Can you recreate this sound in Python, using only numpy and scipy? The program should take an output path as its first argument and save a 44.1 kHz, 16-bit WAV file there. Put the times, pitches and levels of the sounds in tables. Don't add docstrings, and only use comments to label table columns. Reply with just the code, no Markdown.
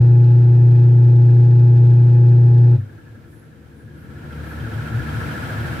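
import sys
import numpy as np
from scipy import signal
from scipy.fft import rfft, irfft, next_fast_len
from scipy.io import wavfile

SR = 44100
rng = np.random.default_rng(int(sys.argv[2]) if len(sys.argv) > 2 else 0)


def waveform_to_disk(signal):
    frames = np.transpose(np.atleast_2d(signal))
    scaled = np.clip(frames, -1, 1) * 32767
    samples = np.round(scaled).astype(np.int16)
    wavfile.write(sys.argv[1], SR, samples)


N = 255780
T = np.arange(N) / SR

PULL_HZ, SHAFT_HZ = 119.85, 29.55
CUT_S, CUT_FADE_S = 2.7635, 0.011
# t/s, speed/(laps per s)
BELT_SPEED = [(0.0, 13.65), (2.7, 12.11), (3.2, 11.33), (3.6, 9.68), (3.9, 14.05), (4.6, 14.64),
              (5.2, 13.93), (5.8, 12.98)]


def motor():
    # multiple of the pull rate, shaft rates added, level/dB
    hum_tones = [(1, 0, -9), (1, 1, -30), (2, -1, -47.5), (2, 0, -46), (2, 1, -40.5), (2, 2, -53.5),
                 (3, -1, -40), (3, 0, -32.5), (3, 1, -49.5), (3, 2, -50), (4, -1, -50), (4, 0, -55),
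                 (4, 1, -49.5), (5, -1, -61), (5, 1, -60), (6, 2, -57), (7, 0, -49), (7, 1, -59)]
    # f/Hz, relative level/dB
    whirr_spectrum = [(25, -28), (50, -17.5), (75, 1), (165, 0.5), (220, -15.5), (490, -10), (540, -22.5),
                      (860, -24), (1100, -31.5), (1900, -34.5), (3100, -41), (5000, -49), (7000, -61),
                      (15000, -69)]
    hum = sum(from_db(db) * motor_tone(round(pulls), round(turns), waver=0.19)
              for pulls, turns, db in hum_tones)
    buzz = sum(motor_tone(pulls, turns, waver=0.47) * from_db(-2.5 * max(pulls - 6, 0))
               for pulls in range(5, 9) for turns in range(-2, 2))
    upper = from_db(-61) * buzz + from_db(-36.5) * noise(whirr_spectrum) + bearing() + rattle()
    power = .5 - .5 * np.tanh((T - CUT_S) / CUT_FADE_S)
    lingering = from_db(-60 * np.maximum(T - CUT_S, 0) / 0.14)
    return hum * power + upper * lingering


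def motor_tone(pulls, turns, waver):
    # f/Hz, side minus mid/dB
    hum_width = [(100, -36.5), (360, -32), (550, -7.5), (850, -6)]
    hz = pulls * PULL_HZ + turns * SHAFT_HZ
    phase = 2 * np.pi * (hz * T + rng.random()) + waver * turns * drift(0.93)
    side = from_db(at_hz(hum_width, hz)) * rng.choice([-1, 1]) * np.cos(phase)
    return np.sqrt(2) * stereo(np.sin(phase), side) * from_db(0.23 * pulls * drift(10))


def cabinet():
    # f/Hz, level/dB, time to fade by 60 dB/s
    panel_tones = [(101.5, -14, 0.32), (126.6, -17.5, .26), (233, -29, 0.18), (462, -46, 0.14)]
    t = np.maximum(T - CUT_S - .012, 0)
    rings = sum(from_db(db - 60 * t / fade_s) * np.sin(2 * np.pi * hz * t) * (-1) ** k
                for k, (hz, db, fade_s) in enumerate(panel_tones))
    return rings * (1 - np.exp(-t / 0.0057))


def tub():
    # multiple of the tub's turning rate, relative level/dB
    drone_tones = [(2, -1), (4, 0), (5, -10.5), (6, -6), (7, -12.5), (8, -13)]
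    # t/s, length/s, level/dB
    booms = [(2.958, 0.034, -36.5), (3.126, 0.084, -42), (3.87, 0.056, -39.5), (4.228, .04, -38),
             (4.66, 0.075, -27.5), (4.782, 0.057, -22), (4.969, 0.062, -20.5), (5.164, 0.049, -23),
             (5.606, 0.11, -24.5), (5.77, 0.034, -33)]
    # f/Hz, relative level/dB
    rumble_spectrum = [(25, -29), (45, -14.5), (70, -1.5), (98, 4.5), (130, -0.5), (160, -1), (190, -8.5),
                       (235, -0.5), (290, -4.5), (345, -1), (395, -12), (475, -5), (560, -16.5),
                       (800, -29.5), (1500, -45.5)]
    rush_spectrum = [(200, -9.5), (600, 7.5), (850, 7), (1150, 3), (1500, 4.5), (2300, 1.5), (3200, -5.5),
                     (4000, -8), (5500, -13.5), (6900, -17.5), (7900, -15.5), (8600, -19), (9700, -16),
                     (15500, -20)]
    tub_hz, boom_hz, lean_left_db = 37.32, 112.8, 2.2
    drone = sum(from_db(db) * rough_tone(round(k) * tub_hz, width_hz=3 * k, evenness=0.34)
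                for k, db in drone_tones)
    drone *= driven(-34, follows=0.53) * from_db(-3.5 * belt_slowness())
    surges = sum(from_db(db) * swell(s, length) for s, length, db in booms)
    boom = surges * rough_tone(boom_hz, width_hz=12.8, evenness=0.93)
    boom += driven(-34.5, follows=0.73) * rough_tone(boom_hz, width_hz=33)
    body = drone + boom
    low = body + from_db(-16.5) * workshop(body) + driven(-34, follows=0.61) * noise(rumble_spectrum)
    rush = noise(rush_spectrum) + from_db(-9.5) * from_the_right(noise(rush_spectrum)[0], samples=16)
    rush *= driven(-40, follows=1.02) * from_db(.5 * drift(16))
    rush *= from_db(-6.5 * (T < CUT_S))
    return low * from_db([[lean_left_db / 2], [-lean_left_db / 2]]) + rush


def belt():
    # share of the lap, squeal f/Hz, grip level/dB
    one_lap = [(0, 1700, -4), (.08, 1720, 1), (.17, 1650, 5), (.26, 1420, 4), (.38, 1370, -2),
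               (.5, 1335, 3), (.7, 1450, -2), (.84, 1600, -11)]
    # t/s, length/s, boost/dB
    slips = [(3.029, .17, 6), (3.851, .11, 5)]
    # f/Hz, relative level/dB
    rasp_spectrum = [(1000, -38), (1240, -17.5), (1310, 2), (1480, -4.5), (1620, 2), (1720, -2), (1800, -4),
                     (1900, -23), (2800, -32.5), (3500, -33.5), (3950, -21), (4500, -48)]
    slip_hz, hold_per_db = 1647, 0.4
    laps = np.cumsum(in_time(BELT_SPEED)) / SR
    share, *columns = np.transpose(one_lap)
    pitch_hz, grip_db = [np.interp(laps, share, column, period=1) for column in columns]
    slow_db = 2.1 * belt_slowness() * (pitch_hz - 1570) / 200
    slip_db = sum(db * swell(s, length) for s, length, db in slips)
    early_in_lap = np.maximum(np.cos(2 * np.pi * (laps - .22)), 0)
    grip = from_db(grip_db + slow_db + slip_db * early_in_lap)
    pitch_hz += (slip_hz - pitch_hz) * np.clip(hold_per_db * slip_db, 0, 1)
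    squeal = grip * rough_tone(pitch_hz, width_hz=120, evenness=.8)
    rasp = np.sqrt(grip) * noise(rasp_spectrum)
    seam = np.maximum(np.cos(2 * np.pi * (laps - .5)), 0) ** 8
    rub = squeal + from_db(-7.5) * seam * rough_tone(3200, width_hz=270)
    return driven(-40.5, follows=1.04) * (from_db(-2) * rub + from_db(-0.8) * workshop(rub) + rasp)


def bearing():
    # f/Hz, width/Hz, relative level/dB
    frame_tones = [(1550, 47, -66.5), (1740, 150, -61.5), (2470, 85, -64), (3860, 96, -72),
                   (4800, 540, -73.5)]
    count = round(SR / SHAFT_HZ)
    turns = SHAFT_HZ * T + .0012 * drift(0.78)
    track = np.interp(turns, np.arange(count) / count, rng.standard_normal(count), period=1)
    grind = track + rng.standard_normal(N)
    grind *= from_db(1.1 * np.cos(2 * np.pi * PULL_HZ * T) + 1.5 * drift(14))
    rings = sum(from_db(db) * rms_one(signal.lfilter(*signal.iirpeak(hz, hz / width, fs=SR), grind))
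                for hz, width, db in frame_tones)
    rings = signal.sosfilt(signal.butter(4, 5500, fs=SR, output="sos"), rings)
    return from_db(-2) * rings + from_db(-3.5) * workshop(rings)


def rattle():
    # f/Hz, relative level/dB
    grit_spectrum = [(1200, -14), (2500, 1), (4000, 1), (5200, -5), (6500, -15), (7700, -8), (9000, -17),
                     (15000, -24)]
    pulls = PULL_HZ * T
    sizes = from_db(4.4 * np.clip(rng.standard_normal(int(pulls[-1]) + 1), -2, 2))
    touches = sizes[pulls.astype(int)] * np.exp(-0.7 * (pulls % 1))
    return from_db(-64.5) * rms_one(touches) * noise(grit_spectrum)


def squeaks():
    # t/s, length/s, f/Hz, width/Hz, relative level/dB
    thin_squeaks = [(3.329, 0.073, 10500, 5000, -65), (3.39, .08, 11150, 260, -67),
                    (3.79, 0.065, 10100, 1500, -69), (4.008, .06, 11350, 600, -65),
                    (4.49, 0.065, 12000, 2600, -58)]
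    direct = sum(from_db(db) * swell(s, length) * rough_tone(hz, width)
                 for s, length, hz, width, db in thin_squeaks)
    return .5 * direct + workshop(direct)


def ticks():
    # t/s, relative level/dB
    contacts = [(.845, -69), (.95, -67.5), (2.06, -64), (2.712, -66)]
    strength = sum(from_db(db) * (T >= s) * np.exp(-np.abs(T - s) / .004) for s, db in contacts)
    direct = strength * rough_tone(10000, width_hz=5500)
    return .5 * direct + workshop(direct)


def workshop(x, fade_s=0.18):
    t = T[:SR // 2]
    tail = rng.standard_normal((2, len(t))) * from_db(-60 * t / fade_s) * (t > .003)
    tail /= np.sqrt(np.sum(tail ** 2, axis=1, keepdims=True))
    return signal.fftconvolve(x[None], tail, axes=1)[:, :N]


def still_air():
    # f/Hz, relative level/dB
    air_spectrum = [(30, 12), (100, 25.5), (500, 9), (1200, 11.5), (5000, -1), (15000, -7)]
    return from_db(-63.5) * noise(air_spectrum)


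def driven(gain_db, follows):
    # t/s, level/dB
    loudness = [(2.85, -64.5), (3.5, -67.5), (3.84, -67), (4.15, -59), (4.4, -52.5), (4.85, -48.5),
                (5.25, -44.5), (5.8, -44.5)]
    loud_db = -45
    return from_db(gain_db + follows * (in_time(loudness) - loud_db))


def belt_slowness(running_speed=14):
    return np.clip(running_speed - in_time(BELT_SPEED), 0, 2)


def noise(spectrum):
    # f/Hz, side minus mid/dB
    noise_width = [(60, -8.5), (200, -4.5), (380, -11), (700, 1), (2400, -1.5), (8000, 0.5)]
    size = next_fast_len(N)
    hz = np.arange(size // 2 + 1) * SR / size
    bass_cut = hz ** 2 / (hz ** 2 + 20 ** 2)
    mid, side = rfft(rng.standard_normal((2, size))) * from_db(at_hz(spectrum, hz)) * bass_cut
    mid = irfft(mid, size)[:N]
    side = irfft(side * from_db(at_hz(noise_width, hz)), size)[:N]
    return stereo(mid, side) / np.std(mid)


def rough_tone(hz, width_hz, evenness=0):
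    lowpass = signal.butter(2, width_hz / 2, fs=SR, output="sos")
    pushes = rng.standard_normal(N) + 1j * rng.standard_normal(N)
    swing = rms_one(signal.sosfilt(lowpass, pushes))
    swing /= (np.abs(swing) + 0.043) ** evenness
    phase = 2 * np.pi * np.cumsum(hz * np.ones(N)) / SR
    return rms_one(np.real(swing * np.exp(1j * phase)))


def drift(rate_hz):
    step, settle = 40, 2000
    r = np.exp(-2 * np.pi * step * rate_hz / SR)
    pushes = rng.standard_normal(N // step + settle + 2)
    slow = signal.lfilter([1], [1, -2 * r, r * r], pushes)[settle:]
    return np.interp(np.arange(N) / step, np.arange(len(slow)), rms_one(slow))


def swell(s, length):
    return np.exp(-2 * ((T - s) / length) ** 2)


def from_the_right(x, samples):
    return np.array([np.pad(x, (samples, 0))[:N], x])


def stereo(mid, side):
    return np.array([mid + side, mid - side])


def in_time(points):
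    return np.interp(T, *np.transpose(points))


def at_hz(points, hz):
    f, value = np.transpose(points)
    return np.interp(np.log(np.maximum(hz, 1)), np.log(f), value)


def from_db(db):
    return 10 ** (np.asarray(db) / 20)


def rms_one(x):
    return x / np.sqrt(np.mean(np.abs(x) ** 2) + 1e-20)


def scene():
    powered = (motor() + cabinet()) * from_db([[.45], [-.45]])
    return powered + ticks() + belt() + tub() + squeaks() + still_air()


def record(dry, cutoff_hz=15500):
    opening = np.sin(np.pi / 2 * np.minimum(T / .012, 1)) ** 2
    lowpass = signal.ellip(10, .1, 80, cutoff_hz, fs=SR, output="sos")
    return signal.sosfilt(lowpass, dry * opening)


dry = scene()
out = record(dry)
waveform_to_disk(out)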